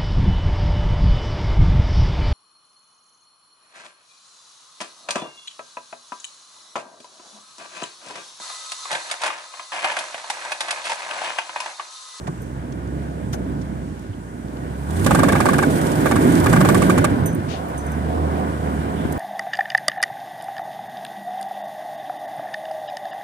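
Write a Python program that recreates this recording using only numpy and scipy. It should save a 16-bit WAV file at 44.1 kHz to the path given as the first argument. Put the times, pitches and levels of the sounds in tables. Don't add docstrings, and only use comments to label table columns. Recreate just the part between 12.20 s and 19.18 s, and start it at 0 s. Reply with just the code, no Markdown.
import sys
import numpy as np
from scipy import signal
from scipy.fft import rfft, irfft, next_fast_len
from scipy.io import wavfile
from scipy.ndimage import uniform_filter1d

SR = 44100
rng = np.random.default_rng(int(sys.argv[2]) if len(sys.argv) > 2 else 0)


def volts_from_decibels(level):
    exponent = np.asarray(level, float) / 20
    return 10 ** exponent


def bounce(signal):
    frames = np.transpose(np.atleast_2d(signal))
    limited = np.clip(frames, -1, 1)
    pcm = np.round(limited * 32767).astype(np.int16)
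    wavfile.write(sys.argv[1], SR, pcm)


N = 307818
TIME = np.arange(N) / SR
PAD = next_fast_len(N, True)
HZ = np.fft.rfftfreq(PAD, 1 / SR) + 1e-9


def level(x, db):
    return x * volts_from_decibels(db) / np.sqrt(np.mean(x ** 2))


def along(table, column):
    table = np.array(table, float)
    return np.interp(np.log(HZ), np.log(table[:, 0]), table[:, column])


def curves(table):
    times, *columns = np.transpose(table)
    return [np.interp(TIME, times, column) for column in columns]


def walk(rate):
    hold = int(SR / rate)
    steps = np.repeat(rng.standard_normal(N // hold + 1), hold)
    return 0.85 * uniform_filter1d(uniform_filter1d(steps, hold), hold)[:N]


def colour(x, response):
    return irfft(rfft(x, PAD) * response, PAD)[..., :N]


def resonance(hz, width):
    return 1j * HZ * width / (hz ** 2 - HZ ** 2 + 1j * HZ * width)


def ring(modes):
    response = 0
    for hz, width, db, delay in modes:
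        response = response + volts_from_decibels(db) * resonance(hz, width) * np.exp(-2j * np.pi * HZ * delay)
    return response


def wash(table, flicker_db, flicker_rate):
    shaped = rfft(rng.standard_normal((2, PAD))) * volts_from_decibels(along(table, 1))
    low, high = table[0][0], table[-1][0]
    inside = (HZ > low) & (HZ < high)
    out = 0
    for octave in range(int(np.log2(low)) + 1, int(np.log2(high)) + 2):
        band = inside * np.clip(1 - np.abs(np.log2(HZ) - octave), 0, 1)
        out = out + volts_from_decibels(flicker_db * walk(flicker_rate)) * irfft(shaped * band, PAD)[:, :N]
    return level(out, 0)


def bursts(times, dbs, crack, rise, fall, grit_db):
    starts = np.zeros(N)
    starts[(np.array(times) * SR).astype(int)] = volts_from_decibels(np.array(dbs))
    t = TIME[:SR // 8]
    envelope = (1 - np.exp(-t / rise)) * np.exp(-(t / fall) ** 2)
    shape = signal.fftconvolve(starts, envelope)[:N]
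    return crack * starts + shape * volts_from_decibels(grit_db * walk(700)) * rng.standard_normal((2, N))


# t/s, firing rate f/Hz, firing tone level/dB
REVS = [(0, 61.84, -42), (.76, 68.36, -30.5), (1.52, 68.2, -33.5), (1.88, 57.1, -41), (2.2, 61.7, -40),
        (2.66, 69.97, -28), (2.82, 95.7, -20), (3.03, 131, -39), (3.3, 141, -26.5), (3.9, 157.1, -28),
        (4.5, 182, -22.5), (4.7, 185.1, -20), (4.96, 147.3, -31), (5.23, 91.8, -35), (5.5, 66.36, -36),
        (5.68, 73.6, -28), (5.95, 78, -24), (6.98, 73.7, -33)]
# multiple of the firing rate, level/dB, unsteadiness/dB
ORDERS = [(.5, -22.5, 14.5), (1, 0, 1.5), (1.5, -25, 3), (2, -9, 3), (2.5, -13, 5), (3, -18, 7.5),
          (3.5, -13, 10), (4, -18, 2.5)]


def engine():
    firing_hz, tone_db = curves(REVS)
    phase = 2 * np.pi * np.cumsum(firing_hz) / SR
    tone = 0
    for multiple, db, sway_db in ORDERS:
        bulkhead = np.sqrt(1 + (multiple * firing_hz / 330) ** 8)
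        size = volts_from_decibels(db + sway_db * walk(12)) / bulkhead
        tone = tone + size * np.sin(multiple * phase + 0.26 * sway_db * walk(9))
    return np.sqrt(2) * volts_from_decibels(tone_db) * tone, phase, firing_hz


# t/s, drivetrain load level/dB, wheel slip level/dB
DRIVE = [(0, -36, -60), (.6, -33.5, -59.5), (1.4, -31.5, -58), (1.9, -39, -62), (2.2, -36.5, -58.5),
         (2.45, -32.5, -56), (2.66, -33.5, -51), (2.78, -27, -41.5), (2.92, -18.5, -37.5),
         (3.15, -16.5, -38), (3.7, -20, -39), (4.43, -15.5, -36), (4.7, -15.5, -38.5), (5.05, -19.5, -52.5),
         (5.36, -33.5, -52), (5.9, -27.5, -51.5), (6.3, -27, -50.5), (6.98, -27.5, -50)]


def drivetrain(phase, firing_hz):
    load_db, slip_db = curves(DRIVE)
    throb = np.cos(phase)
    rolling = np.clip((TIME - 5.15) / 0.18, 0, 1)
    body = boom(load_db, throb) + roar(load_db, throb) + grind(load_db, slip_db, rolling, throb)
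    return body + spray(slip_db) + mist(slip_db, firing_hz) + tread(rolling)


# f/Hz, level/dB per Hz
BOOM = [(40, -7), (55, -6), (75, -7.5), (113, -3), (165, -1.5), (210, -4.5), (260, -13), (330, -40)]
# t/s, lift of the boom level/dB
LURCHES = [
    (2.8, 13),
    (4.2, 7.5),
]


def boom(load_db, throb):
    rise_s, fall_s = 0.04, 0.28
    since = np.clip(TIME - np.array(LURCHES)[:, :1], 0, None)
    swell = (1 - np.exp(-since / rise_s)) * np.exp(-since / fall_s)
    lurch_db = np.array(LURCHES)[:, 1] @ swell
    boom_db = -33.5 + 0.62 * (load_db + 33) + lurch_db - 0.5 * walk(11)
    return volts_from_decibels(boom_db) * (1 + 0.41 * throb) * wash(BOOM, flicker_db=4.0, flicker_rate=1.9)


# f/Hz, level/dB per Hz
ROAR = [(150, -23), (200, -8), (240, 2.5), (300, 1), (370, -6), (440, -9.5), (530, -7), (700, -11),
        (900, -57)]


def roar(load_db, throb):
    roar_db = load_db - 3.0 + 1.14 * walk(12)
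    return volts_from_decibels(roar_db) * (1 + 0.11 * throb) * wash(ROAR, flicker_db=2.3, flicker_rate=12)


# f/Hz, level/dB per Hz
GRIND = [(240, -27.5), (400, -1.5), (438, -7.5), (637, -9.5), (742, -7), (946, -8), (1310, -16),
         (1630, -15.5), (2150, -21.5), (2660, -24.5), (4500, -34.5), (5850, -37), (9900, -120)]


def grind(load_db, slip_db, rolling, throb):
    grind_db = -43.5 + 0.56 * (load_db + 33) + 0.37 * (slip_db + 59) + 2.5 * rolling
    return volts_from_decibels(grind_db) * (1 + 0.078 * throb) * wash(GRIND, flicker_db=2.2, flicker_rate=18)


# f/Hz, level/dB per Hz
SPRAY = [(1470, -12), (2500, -2.5), (2660, -8.5), (3330, -7), (5290, -9.5), (5700, -10.5), (8650, -3),
         (11000, -7), (13400, -10.5), (14600, -15), (15300, -63)]


def spray(slip_db):
    splatter_db = np.clip(0.12 * (slip_db + 59), 0.4, 3) * walk(70)
    return volts_from_decibels(slip_db + 0.5 + splatter_db) * wash(SPRAY, flicker_db=0.96, flicker_rate=16)


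# f/Hz, level/dB per Hz
MIST = [(10500, -22), (12000, 0), (14300, 2), (15200, -34)]


def mist(slip_db, firing_hz):
    mist_db = -49 + 1.8 * (slip_db + 38) + 0.0643 * (firing_hz - 153)
    return volts_from_decibels(mist_db) * wash(MIST, flicker_db=5.0, flicker_rate=25)


# t/s, level/dB
ROLL = [(5.1, -36), (5.3, -32.5), (5.6, -38), (5.88, -33.5), (6.2, -26), (6.38, -40), (6.47, -25),
        (6.58, -40), (6.98, -33)]
# f/Hz, level/dB per Hz
TREAD = [(300, -1), (420, -5), (520, -4.5), (620, -8.5), (730, 0), (800, -13.5), (1000, -12), (1400, -21.5)]


def tread(rolling):
    roll_db = curves(ROLL)[0] - 1 + 3.8 * walk(9) - 40 * (1 - rolling)
    return volts_from_decibels(roll_db) * wash(TREAD, flicker_db=1.2, flicker_rate=20)


# t/s, treble rattle level/dB, floor thump level/dB
BLOWS = [(2.8624, -14.5, -12.5), (2.9076, -19.5, -10), (2.947, -15, -11.5), (2.989, -19, -14),
         (3.0313, -17, -10), (3.0835, -18, -12.5), (3.121, -20, -16), (3.1517, -26, -11.5),
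         (3.2019, -18, -13), (3.255, -20.5, -11), (3.286, -20, -12.5), (3.3318, -21, -18.5),
         (3.382, -20.5, -16), (3.425, -22.5, -14.5), (3.8567, -26, -12.5), (3.911, -21, -12.5),
         (3.9566, -20.5, -19), (4.2595, -19.5, -13.5), (4.3275, -18.5, -12.5), (4.36, -23, -17.5),
         (4.406, -17.5, -14), (4.4479, -21.5, -13), (4.4873, -17, -10.5), (4.5437, -18.5, -13.5),
         (4.6181, -21, -17), (4.6958, -18, -13), (4.777, -18, -15), (4.842, -14, -11.5)]
# t/s, treble rattle level/dB
KNOCKS = [(2.7046, -33), (2.765, -30), (2.793, -29.5), (2.8433, -21.5), (3.5009, -27), (3.5542, -26),
          (3.6125, -24.5), (3.665, -27), (3.7147, -24.5), (3.7529, -26), (3.804, -26.5), (4.0072, -29),
          (4.0716, -30), (4.1204, -23), (4.151, -23), (4.1988, -24), (4.24, -23), (4.2934, -23),
          (4.574, -25), (4.6602, -35)]
# f/Hz, width/Hz, level/dB, delay/s
FLOOR = [(549.7, 73, 4.5, 0.00087), (803, 82, -0.5, 0.001904), (1148, 108, 0.5, 0.001974)]
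# f/Hz, width/Hz, level/dB, delay/s
PANEL = [(1593, 236, 3.5, 0.0068), (2290, 200, -2, 0.0057), (3500, 250, -27, 0.001265)]


def blows():
    hard = [(s, rattle, thump, -20.5) for s, rattle, thump in BLOWS]
    light = [(s, db, db - 12, db - 26) for s, db in KNOCKS]
    s, rattle_db, floor_db, panel_db = np.transpose(hard + light)
    tilt_db = -6.6 * np.clip(np.log2(HZ / 9000), -0.1, 1)
    treble = volts_from_decibels(along(SPRAY, 1) + tilt_db) * (HZ > 2500)
    floor_response = ring(FLOOR) / (1 + (HZ / 2600) ** 4)
    rattling = bursts(s, rattle_db + 3.0, crack=0.1, rise=0.0015, fall=0.011, grit_db=3.0)
    thumping = bursts(s, floor_db + 10.5, crack=19.3, rise=0.0003, fall=0.012, grit_db=4.5)[1]
    shaking = bursts(s, panel_db + 9.0, crack=7.5, rise=0.0006, fall=0.013, grit_db=-2.5)
    floor = colour(thumping, floor_response) * np.array([[-1.5], [1]])
    return colour(rattling, treble) + floor + colour(shaking, ring(PANEL))


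# t/s, level/dB, lift of the low, high and top mode groups/dB
CLINKS = [
    (0.218, -43.5, -2, 7, 3),
    (.8294, -54, -8, -8, -8),
    (3.859, -28.5, -6, 7, -6),
    (5.059, -22.5, -2, 9, -2),
    (5.1299, -35, -12, -14, -12),
    (5.1492, -29, -14, 2, 8),
    (5.4846, -46, -9, 12, 8),
    (5.5776, -30.5, -1.5, -12, -4),
    (5.664, -34, -3, -14, -8),
    (5.7182, -34.5, -2, -3, 7),
]
# f/Hz, level/dB, t60/s
KEYS = [
    [(8990, 2, 0.091)],
    [(3000, -25, 0.21), (6180, -5.5, 0.21), (7700, -6.5, 0.099)],
    [(11960, -8, 0.08)],
    [(13200, -8, .04), (14520, -9, .06)],
]


def keys():
    out = np.zeros(N + SR)
    t = TIME[:SR // 4]
    onset = 1 - np.exp(-t / 0.00029)
    gaps = np.diff([clink[0] for clink in CLINKS], prepend=-1)
    shares = np.where(gaps < 0.09, 0.48, 1)
    for (s, db, *lifts), share in zip(CLINKS, shares):
        for group, lift_db in zip(KEYS, [0] + lifts):
            for hz, mode_db, t60 in group:
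                decay = volts_from_decibels(db + mode_db + lift_db - 60 * t / (share * t60))
                out[int(s * SR):][:len(t)] += np.sin(2 * np.pi * hz * t) * decay * onset
    return out[:N]


# t/s, level/dB, length/s, centre f/Hz, left minus right/dB
SCUFFS = [(0.067, -34, 0.0099, 1680, -12), (.07, -39, 0.014, 5560, 2), (0.073, -25, 0.018, 680, -0.5),
          (.52, -47, .0094, 3500, 6), (.672, -52, .007, 6000, 10), (1.124, -36.5, 0.027, 8500, 13),
          (1.127, -35.5, 0.019, 4230, 5), (1.128, -32, .019, 1190, 0), (1.133, -29.5, 0.034, 450, 5),
          (1.412, -47, .013, 4530, 8), (1.791, -46, .0085, 8000, .1), (1.82, -51, .008, 9000, -3),
          (2.282, -49, .0068, 3500, -3), (2.368, -48, 0.0055, 2980, 11), (5.275, -51, 0.1, 3055, 25.5),
          (5.283, -54, 0.069, 6000, 18), (6.437, -53, .008, 10960, 4), (6.846, -20, 0.017, 147, 19.5),
          (6.922, -30, 0.0089, 9950, 3)]
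# t/s, level/dB, length/s, centre f/Hz, left minus right/dB
BUMPS = [
    (.075, -21, 0.025, 165, 5.5),
    (0.085, -20.5, 0.015, 332, -12),
    (1.884, -22, .031, 90, -13),
    (1.928, -52, 0.018, 2900, 7),
    (6.722, -46.5, 0.16, 3174, 5),
    (.521, -48.5, .009, 6180, 9),
]


def scuffs():
    out = np.zeros((2, N + SR))
    rows = [(*row, 0.82) for row in SCUFFS] + [(*row, 0.26) for row in BUMPS]
    for s, db, length, hz, pan_db, share in rows:
        half = share * hz / 2
        middle = np.hypot(hz, half)
        edges = np.clip([middle - half, middle + half], 30, 18000)
        band = signal.butter(2, edges, "band", fs=SR, output="sos")
        t = TIME[:SR // 4] / length
        rub = signal.sosfilt(band, rng.standard_normal((2, len(t))))
        shape = np.clip(3.0 * t, 0, 1) * np.exp(-t ** 3)
        out[:, int(s * SR):][:, :len(t)] += level(rub, db) * shape * volts_from_decibels(np.array([[pan_db], [0]]))
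    return out[:, :N]


# f/Hz, width/Hz, lift level/dB
CABIN = [(91.7, 6.5, 4), (162, 8.8, 3), (292, 11.8, 0.5), (352, 31, 3), (553, 21, -7), (1500, 138, 5.5),
         (2900, 79, 2), (8500, 760, 3)]
# f/Hz, left minus right/dB, likeness 0-1, left phase lead/rad
PORTS = [(50, -2, 1, -0.31), (250, -4, 0.89, 0.21), (600, -2.5, 0.67, 0.23), (825, -5, 0.26, 0.39),
         (1090, 1, 0.67, 0.74), (1460, 3, 0.7, 1.17), (2200, -4.5, 0.82, 0.72), (2900, -4, 0.55, -0.44),
         (4150, -10, 0.1, -1.3), (6500, -4, 0, 1.1), (7150, -6, 0.1, 0.19), (8500, -70, 0, 0),
         (14000, -56, 0.13, 0)]


def ports(direct, diffuse):
    like = np.clip(along(PORTS, 2), 0, 1)
    cabin = 1 + sum((volts_from_decibels(db) - 1) * resonance(hz, width) for hz, width, db in CABIN)
    other, right = colour(diffuse, cabin)
    side = volts_from_decibels(along(PORTS, 1)) * np.exp(1j * along(PORTS, 3))
    shared = colour(right, like * side)
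    unshared = colour(other, np.sqrt(1 - like ** 2) * side)
    left = shared + unshared + colour(direct, side)
    return np.array([np.roll(left, 24), right + direct])


def scene():
    tone, phase, firing_hz = engine()
    diffuse = volts_from_decibels(3.0) * (drivetrain(phase, firing_hz) + blows()) + scuffs()
    return ports(volts_from_decibels(1.5) * tone + keys(), diffuse)


# f/Hz, level/dB per Hz
HISS = [(1000, 7), (4000, -7), (9000, -4.5), (15000, -44)]


def self_noise():
    return volts_from_decibels(-54.5) * wash(HISS, flicker_db=2.5, flicker_rate=8)


def band_limit(x):
    return signal.sosfilt(signal.butter(12, 15410, fs=SR, output="sos"), x)


def record(dry):
    noisy = dry + self_noise()
    rounded = noisy / (1 + (np.abs(noisy) / 1.05) ** 4) ** (1 / 4)
    bass_cut = 1 / np.sqrt(1 + (58 / HZ) ** 8)
    top_cut = 1 / np.sqrt(1 + (HZ / 14750) ** 110)
    mix = colour(rounded, bass_cut * top_cut)
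    return band_limit(mix)


dry = scene()
out = record(dry)
bounce(out)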